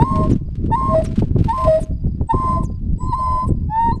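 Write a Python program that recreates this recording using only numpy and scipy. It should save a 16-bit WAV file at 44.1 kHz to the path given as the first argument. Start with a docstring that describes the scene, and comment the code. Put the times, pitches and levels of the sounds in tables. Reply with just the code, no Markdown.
"""A wild dog whines six times on open sandy ground. Each call opens with a yelp and slides up to a thin held
note; a lower hoot swells beneath five of them and twice takes over. Air through the nose ends most calls in a
tiny falling squeak. Wind, loud at the very start, rumbles and knocks on the microphone; something dry rustles
close by, and a small bird chirps far off."""
import sys
import numpy as np
from scipy import signal
from scipy.fft import rfft, irfft
from scipy.io import wavfile
from scipy.ndimage import uniform_filter1d

SR = 44100
rng = np.random.default_rng(int(sys.argv[2]) if len(sys.argv) > 2 else 0)


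def int16_out(signal):
    """Quantize to a 16-bit WAV file."""
    q = np.round(np.clip(np.atleast_2d(signal).T, -1, 1) * 32767)
    wavfile.write(sys.argv[1], SR, q.astype(np.int16))


N = 176400
TIME = np.arange(N) / SR
BIN_HZ = np.arange(N // 2 + 1) * SR / N
JITTER, JITTER_HZ = 0.003, 45   # voice unsteadiness: relative pitch spread, bandwidth

# Spectrum of air rushing with the voice: (frequency [Hz], level [dB])
BREATH = [(1200, 4), (1500, -3), (2050, 4.5), (2450, -10), (3700, -8.5), (4400, -13), (5100, -9),
          (5700, -21), (6300, -10), (7400, -24), (8300, -2), (9000, -22), (10200, -23), (11300, -24),
          (12400, -36), (15000, -45.5)]


def from_db(db):
    """Decibels to gain."""
    return 10 ** (np.asarray(db) / 20)


def unit_rms(x):
    """Scale to RMS 1."""
    return x / np.sqrt(np.mean(x ** 2) + 1e-20)


def evened(x):
    """Unit RMS over about 50 ms; quicker lumps stay."""
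    return x / np.sqrt(uniform_filter1d(uniform_filter1d(x ** 2, SR // 20), SR // 40) + 1e-20)


def db_at(spectrum, hz):
    """Read a spectrum on a log-frequency axis."""
    knots_hz, db = np.transpose(spectrum)
    return np.interp(np.log(np.maximum(hz, 1)), np.log(knots_hz), db)


def curves(rows, smooth_s=0.004):
    """Columns of a timed table at every sample, corners rounded."""
    times_s, *columns = np.transpose(rows)
    return [uniform_filter1d(np.interp(TIME, times_s, c), int(smooth_s * SR)) for c in columns]


def gate(rows, fade_s=0.006):
    """Open over the span of a timed table, short fades outside."""
    return np.clip(1 + np.minimum(TIME - rows[0][0], rows[-1][0] - TIME) / fade_s, 0, 1)


def colour(x, spectrum):
    """Filter by a spectrum; unit RMS."""
    return unit_rms(irfft(rfft(x) * from_db(db_at(spectrum, BIN_HZ)), N))


def noise(spectrum):
    """Steady coloured noise."""
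    return colour(rng.standard_normal(N), spectrum)


def drift(width_hz, centre_hz=0):
    """Random wander in a band round centre_hz; unit RMS."""
    spectrum = rfft(rng.standard_normal(N)) / (1 + ((BIN_HZ - centre_hz) / width_hz) ** 2)
    return unit_rms(irfft(spectrum, N))


def butter(x, hz, kind):
    """Second-order Butterworth filter."""
    return signal.sosfilt(signal.butter(2, hz, kind, fs=SR, output="sos"), x + 1e-18)


def glide(start_s, length_s, from_hz, to_hz, db, wobble):
    """Short sliding whistle."""
    out, on = np.zeros(N), (TIME > start_s) & (TIME < start_s + length_s)
    progress = (TIME[on] - start_s) / length_s
    hz = from_hz * (to_hz / from_hz) ** progress * (1 + wobble[on])
    envelope = from_db(db) * np.sqrt(2 * np.sin(np.pi * progress))
    out[on] = envelope * np.sin(2 * np.pi * np.cumsum(hz) / SR)
    return out


def voice(hz, overtones_db, tilt_db_per_oct, harmonics):
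    """Fundamental and weak overtones; each overtone passes the airway and flickers on its own."""
    # Throat and nose resonances: (frequency [Hz], overtone gain [dB])
    airway = [(1270, -31.5), (1500, -33.5), (1820, -24), (2100, -37), (2400, -44), (2730, -35),
              (3150, -46.5), (3700, -35), (4150, -42.5), (4600, -42.5), (5130, -36), (5600, -61.5),
              (6250, -51.5), (7200, -68.5), (8300, -37), (9200, -69.5), (10200, -69), (11300, -55),
              (12500, -79.5), (15000, -84.5)]
    pivot_hz, flicker_db, flicker_per_s = 3840, 3, 110
    phase, overtones = 2 * np.pi * np.cumsum(hz) / SR, 0
    for k in range(2, harmonics + 1):
        flicker = np.interp(TIME[:len(hz)] * flicker_per_s, np.arange(100), rng.standard_normal(100))
        db = db_at(airway, k * hz) + tilt_db_per_oct * np.log2(k * hz / pivot_hz) + flicker_db * flicker
        overtones += from_db(overtones_db + db) * np.sin(k * phase)
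    return np.sqrt(2) * np.sin(phase), np.sqrt(2) * overtones


def whines():
    """Upper voice: clean in the yelp, fluttering and airy in the high register."""
    # Whine contours, one list per call: (time [s], pitch [Hz], level [dB])
    calls = [
        [(0.0, 873, -15), (0.028, 945, -12.5), (0.04, 948, -25.5), (0.048, 1038, -21.5), (0.062, 1061, -22),
         (0.12, 1074, -19.5), (0.242, 1053, -22), (0.288, 1074, -41), (0.3, 1007, -41)],
        [(0.708, 850, -59), (0.716, 893, -20), (0.732, 904, -11.5), (0.754, 943, -12.5), (0.762, 1056, -21.5),
         (0.778, 1058, -18.5), (0.918, 1067, -17.5), (0.941, 1045, -18.5)],
        [(1.472, 919, -48.5), (1.486, 882, -18.5), (1.508, 915, -11), (1.526, 934, -20.5), (1.536, 1047, -20.5),
         (1.644, 1037, -17), (1.675, 1027, -20.5)],
        [(2.283, 874, -61.5), (2.295, 902, -18.5), (2.311, 922, -9), (2.327, 886, -19), (2.335, 1060, -19.5),
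         (2.343, 1045, -21.5), (2.493, 1035, -16.5), (2.573, 1026, -21), (2.627, 1053, -33.5),
         (2.635, 914, -33.5)],
        [(2.98, 894, -63), (3.01, 1002, -31), (3.116, 1036, -26), (3.134, 932, -13.5), (3.148, 1037, -16),
         (3.16, 1049, -23.5), (3.212, 1026, -18), (3.402, 1014, -17.5), (3.444, 1022, -21), (3.475, 1080, -41)],
        [(3.685, 857, -57), (3.701, 841, -29.5), (3.725, 871, -20), (3.787, 910.5, -12.5), (3.867, 929.7, -14),
         (3.917, 919, -16.5), (3.929, 1060, -28), (3.96, 1000, -42.5)],
    ]
    # Timbre per call: (overtone gain [dB], overtone tilt [dB/octave], breath gain [dB])
    timbres = [(2.5, 3.5, 0), (-0.5, -1, -2), (1, 0, -7), (-2, 0, -1), (-0.5, 2.5, -7), (-5.5, -6.5, -8.5)]
    register_hz, loud_db, gain_db = 923, -24.5, -2
    out, breath = np.zeros(N), from_db(-22.5) * butter(noise(BREATH), 950, "high")
    wobble, shimmer = JITTER * drift(JITTER_HZ), 0.05 * drift(JITTER_HZ)
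    flutter = 0.036 * butter(drift(85, centre_hz=100), 200, "low")
    # The yelp's pitch lingers hoarsely under the held note.
    undertone = from_db(-16.5) * unit_rms(butter(drift(33, centre_hz=916), [800, 1100], "band"))
    for rows, (overtones_db, tilt_db_per_oct, breath_db) in zip(calls, timbres):
        on = gate(rows) > 0
        hz, db = [c[on] for c in curves(rows)]
        high = 0.5 + 0.5 * np.tanh((hz - register_hz) / 30)
        rough = 0.11 + 0.62 * high
        linger_db = 0.051 * (loud_db - db)   # overtones fade more slowly than the fundamental
        hz = hz * (1 + wobble[on])
        tone, overtones = voice(hz, overtones_db + linger_db, tilt_db_per_oct, harmonics=13)
        tone *= 1 + shimmer[on] * rough + flutter[on] * high
        call = tone + overtones + high * undertone[on] + from_db(breath_db) * rough * breath[on]
        out[on] += gate(rows)[on] * from_db(db + gain_db) * call
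    return out


def wind():
    """Lumpy rumble on the microphone; higher octaves come in sharper lumps."""
    # Loud at the very start, then gusts: (time [s], deep level [dB], upper level [dB])
    envelope = [(0.0, -37, 2.5), (0.08, -27, -26.5), (0.12, -19, -20), (0.21, -22.5, -10),
                (0.24, -19, -19.5), (0.33, -18.5, -7.5), (0.41, -22, -38.5), (0.53, -22.5, -41.5),
                (0.66, -18, -18), (0.78, -23.5, -30), (0.89, -19, -21.5), (1.14, -23, -24),
                (1.185, -17.5, -13), (1.24, -16.5, -21), (1.28, -18, -23), (1.31, -22, -15.5),
                (1.42, -16, -11.5), (1.54, -24.5, -34), (1.61, -25.5, -43), (1.66, -10.5, -22),
                (1.75, -31, -39.5), (1.82, -16, -18.5), (1.87, -40, -45), (1.91, -13.5, -30.5),
                (2.01, -28, -56), (2.04, -11.5, -25), (2.18, -27.5, -29), (2.21, -13.5, -29.5),
                (2.31, -41, -51), (2.35, -8.5, -31), (2.4, -23.5, -28), (2.61, -18, -20),
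                (2.78, -23.5, -52), (2.86, -18.5, -33.5), (2.94, -12.5, -25.5), (3.0, -37, -36),
                (3.04, -15.5, -26), (3.2, -25, -53.5), (3.35, -16.5, -29.5), (3.4, -29, -45.5),
                (3.51, -12.5, -12), (3.55, -19, -30.5), (3.69, -19, -28), (3.74, -31, -64),
                (3.9, -16.5, -16), (4.0, -27.5, -33)]
    # Rumble spectrum: (frequency [Hz], level [dB])
    spectrum = [(20, 8.5), (40, 0), (70, 3.5), (110, -1), (170, -3), (250, -7.5), (350, -13.5),
                (500, -25.5), (700, -36.5), (1100, -53.5), (2000, -62.5)]
    lump_db, lump_db_per_oct, lump_hz, split_hz = 2.5, 1.46, 31.7, 157.6
    rumble, common_lumps = 0, drift(lump_hz)
    for octave in range(7):
        low_hz = 20 * 2 ** octave
        lumps = 0.67 * common_lumps + 0.5 * drift(lump_hz)
        swell = unit_rms(from_db((lump_db + lump_db_per_oct * octave) * lumps))
        rumble += swell * butter(noise(spectrum), [low_hz, 2 * low_hz], "band")
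    deep_db, upper_db = curves(envelope, smooth_s=0.014)
    deep, upper = evened(butter(rumble, split_hz, "low")), evened(butter(rumble, split_hz, "high"))
    return from_db(deep_db - 2) * deep - from_db(upper_db - 5) * upper


def rustle():
    """Dry rubbing with gritty ticks, louder crunches and a bright scrape under the third call."""
    # Rubbing envelope: (time [s], level [dB])
    envelope = [(0, -73), (.28, -47), (.36, -53), (.41, -77), (.52, -70), (.66, -70), (.71, -76), (.8, -66),
                (1.02, -50), (1.25, -53.5), (1.3, -67), (1.35, -67.5), (1.39, -57), (1.6, -48),
                (1.8, -51.5), (1.87, -58), (1.92, -75), (4, -74.5)]
    # Rustle spectrum: (frequency [Hz], level [dB])
    spectrum = [(700, 3), (1300, 5), (2000, 1), (2800, 2.5), (4500, -3), (6500, -10.5), (8500, -11.5),
                (10500, -21.5), (13000, -28), (15500, -40.5)]
    # Crunches: (time [s], level [dB])
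    crunches = [(0.156, -41), (0.297, -41), (0.551, -50.5), (.637, -59), (0.659, -55.5), (1.05, -42.5),
                (1.157, -43.5), (1.191, -37), (1.484, -40), (1.383, -41.5), (1.425, -56), (1.442, -37),
                (1.575, -43.5), (1.639, -37)]
    crunch_s, grain_db, ticks_per_s, scrape_at_s, scrape_s = 0.012, 4, 210, 1.605, 0.18
    level = from_db(curves(envelope)[0])
    for start_s, db in crunches:
        age = np.maximum(TIME - start_s, 0) / crunch_s
        level += from_db(db) * np.minimum(10 * age, 1) * np.exp(-age)
    rub = unit_rms(rng.standard_normal(N) * from_db(grain_db * drift(70)))
    ticks = (rng.random(N) < ticks_per_s / SR) * rng.choice([-1, 1], N)
    ticks = ticks * from_db(3 * np.minimum(rng.exponential(1, N), 4))
    gritty_rub = colour(rub + from_db(-3.5) * unit_rms(ticks), spectrum)
    scrape_level = from_db(-64) * np.exp(-((TIME - scrape_at_s) / scrape_s) ** 2)
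    scrape = scrape_level * unit_rms(butter(rub, [8500, 14500], "band"))
    return level * unit_rms(butter(gritty_rub, 600, "high")) + scrape


def still_air():
    """Faint steady background."""
    # Still-air spectrum: (frequency [Hz], level [dB])
    spectrum = [(300, -0.5), (800, 6), (1500, -9), (3000, -15), (5000, -8), (6000, -17.5), (9000, -26),
                (11000, -24.5), (15000, -30)]
    return from_db(-68.5) * noise(spectrum)


def hoots():
    """Lower voice: a hoarse resonance while weak, locking into a tone as it grows."""
    # Hoot envelopes, one list per call: (time [s], level [dB])
    calls = [
        [(0.06, -53), (0.124, -33.5), (0.24, -24.5), (0.258, -26), (0.29, -38)],
        [(0.82, -34), (0.87, -45), (0.952, -10), (0.988, -10.5), (1.018, -18), (1.035, -47.5)],
        [(1.57, -35), (1.596, -29), (1.644, -25), (1.682, -9), (1.758, -12), (1.79, -16.5), (1.808, -28.5)],
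        [(2.37, -48), (2.394, -43), (2.526, -33.5), (2.542, -39), (2.582, -26), (2.602, -37.5), (2.63, -42.5)],
        [(3.18, -55), (3.2, -38.5), (3.25, -44.5), (3.314, -33.5), (3.336, -40.5), (3.43, -35.5), (3.46, -38)],
    ]
    # Final pitch per call: (pitch [Hz])
    end_pitches_hz = [622, 635, 630, 664, 610]
    sag_hz_per_s, lock_db, gain_db = 58, -33, -2
    cracks_at_s, crack_s = [0.945, 1.013, 1.671, 1.796], 0.014   # voice cracks between registers
    out, breath = np.zeros(N), from_db(-33) * butter(noise(BREATH), 1100, "high")
    wobble = JITTER * drift(JITTER_HZ)
    hoarse = unit_rms(butter(drift(22, centre_hz=np.mean(end_pitches_hz)), [520, 760], "band"))
    shimmer = 0.12 * drift(JITTER_HZ)
    cracks = sum(np.exp(-((TIME - at_s) / crack_s) ** 2) for at_s in cracks_at_s)
    wobble += 0.073 * cracks * drift(450)
    for rows, end_hz in zip(calls, end_pitches_hz):
        on = gate(rows) > 0
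        db = curves(rows)[0][on]
        hz = (end_hz + sag_hz_per_s * (rows[-1][0] - TIME[on])) * (1 + wobble[on])
        tone, overtones = voice(hz, overtones_db=-6.5, tilt_db_per_oct=-1, harmonics=18)
        hoarse_share = 1 / (1 + from_db(db - lock_db) ** 2)
        call = np.sqrt(1 - hoarse_share) * (tone + overtones) + np.sqrt(hoarse_share) * hoarse[on]
        out[on] += gate(rows)[on] * from_db(db + gain_db) * (call * (1 + shimmer[on]) + breath[on])
    return out


def nose_squeaks():
    """Air rasps and whistles through the nose as the voice starts and stops."""
    # Rough falling squeaks: (time [s], length [s], from [Hz], to [Hz], level [dB])
    squeaks = [(0.299, 0.033, 9200, 5230, -50.5), (1.037, 0.027, 9200, 5100, -43.5),
               (1.801, .022, 9100, 8800, -45.5), (1.82, 0.032, 8270, 5800, -47.5),
               (2.629, 0.039, 9230, 5800, -47), (3.206, 0.034, 8200, 7470, -60),
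               (3.468, 0.035, 9400, 7400, -50), (3.953, 0.035, 8200, 7000, -65.5)]
    # Clean whistles: (time [s], length [s], from [Hz], to [Hz], level [dB])
    whistles = [(.328, .01, 5300, 6400, -45.5), (1.059, 0.025, 5200, 5950, -48.5),
                (2.98, 0.074, 7940, 7710, -50), (3.022, 0.067, 7720, 7650, -54.5),
                (3.063, 0.12, 4170, 4030, -54.5), (3.17, 0.039, 4120, 4450, -54),
                (3.91, 0.051, 4000, 4210, -48.5), (2.272, 0.021, 8170, 8000, -56.5)]
    # Spectrum of the rasp opening each squeak: (frequency [Hz], level [dB])
    rasp = [(3000, -11.5), (5500, -13), (7500, -17), (8700, 2.5), (10000, -8), (11800, -15), (13000, -31),
            (15500, -43)]
    puff_s, wobble = 0.012, drift(180)
    puffs = sum(from_db(db - 1) * np.exp(-((TIME - start_s - puff_s) / puff_s) ** 2)
                for start_s, *_, db in squeaks)
    rough = sum(glide(*row, 0.058 * wobble) for row in squeaks)
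    clean = sum(glide(*row, 0.001 * wobble) for row in whistles)
    return puffs * noise(rasp) + rough + clean


def buffets():
    """Single dull knocks of air on the microphone."""
    # Knocks: (time [s], level [dB])
    knocks = [(0.312, -6.5), (.703, -9), (1.222, -5), (1.362, -12.5), (1.392, -19.5), (1.907, -19.5),
              (2.04, -25.5), (2.064, -21), (2.21, -10.5), (2.34, -5.5), (2.593, -15), (2.699, -20),
              (3.49, -12)]
    decay_s, lowpass_hz, gain_db = 0.0079, 404, -2.5
    out, t = np.zeros(N), TIME[:SR // 10]
    for start_s, db in knocks:
        puff = rng.standard_normal(len(t)) * np.exp(-t / decay_s)
        puff = butter(butter(puff, lowpass_hz, "low"), 1.12 * lowpass_hz, "low")
        puff = butter(puff, 53, "high")
        start = int(start_s * SR)
        out[start:start + len(t)] += from_db(db + gain_db) * puff / np.abs(puff).max()
    return out


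def bird():
    """Far triplets of falling chirps."""
    # Triplets: (time [s], level [dB])
    triplets = [(0.452, -71), (0.538, -78.5), (1.923, -66.5), (2.07, -69), (2.67, -64.5), (2.955, -69.5),
                (3.555, -74)]
    step_s, wobble = 0.037, 0.012 * drift(300)
    return sum(glide(start_s + k * step_s, length_s=0.026, from_hz=5050, to_hz=4630, db=db, wobble=wobble)
               for start_s, db in triplets for k in range(3))


def bush_echo(x):
    """Faint dull scatter from the surrounding bush."""
    t60_s, rise_s, t = 0.44, 0.028, TIME[:SR]
    envelope = from_db(-60 * t / t60_s) * np.minimum(t / rise_s, 1)
    tail = envelope * butter(rng.standard_normal(SR), 7300, "low")
    return from_db(-28) * signal.fftconvolve(x, tail / np.sqrt(np.sum(tail ** 2)))[:N]


def scene():
    """Dog and bird in the open, wind and rustling close by; mono."""
    animals = whines() + hoots() + nose_squeaks() + bird()
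    return (animals + bush_echo(animals) + wind() + buffets() + rustle() + still_air())[None]


def record(dry):
    """Steep low-pass, 70 dB down from 15.7 kHz."""
    return signal.sosfilt(signal.cheby2(12, 70, 15700, fs=SR, output="sos"), dry)


dry = scene()
out = record(dry)
int16_out(out)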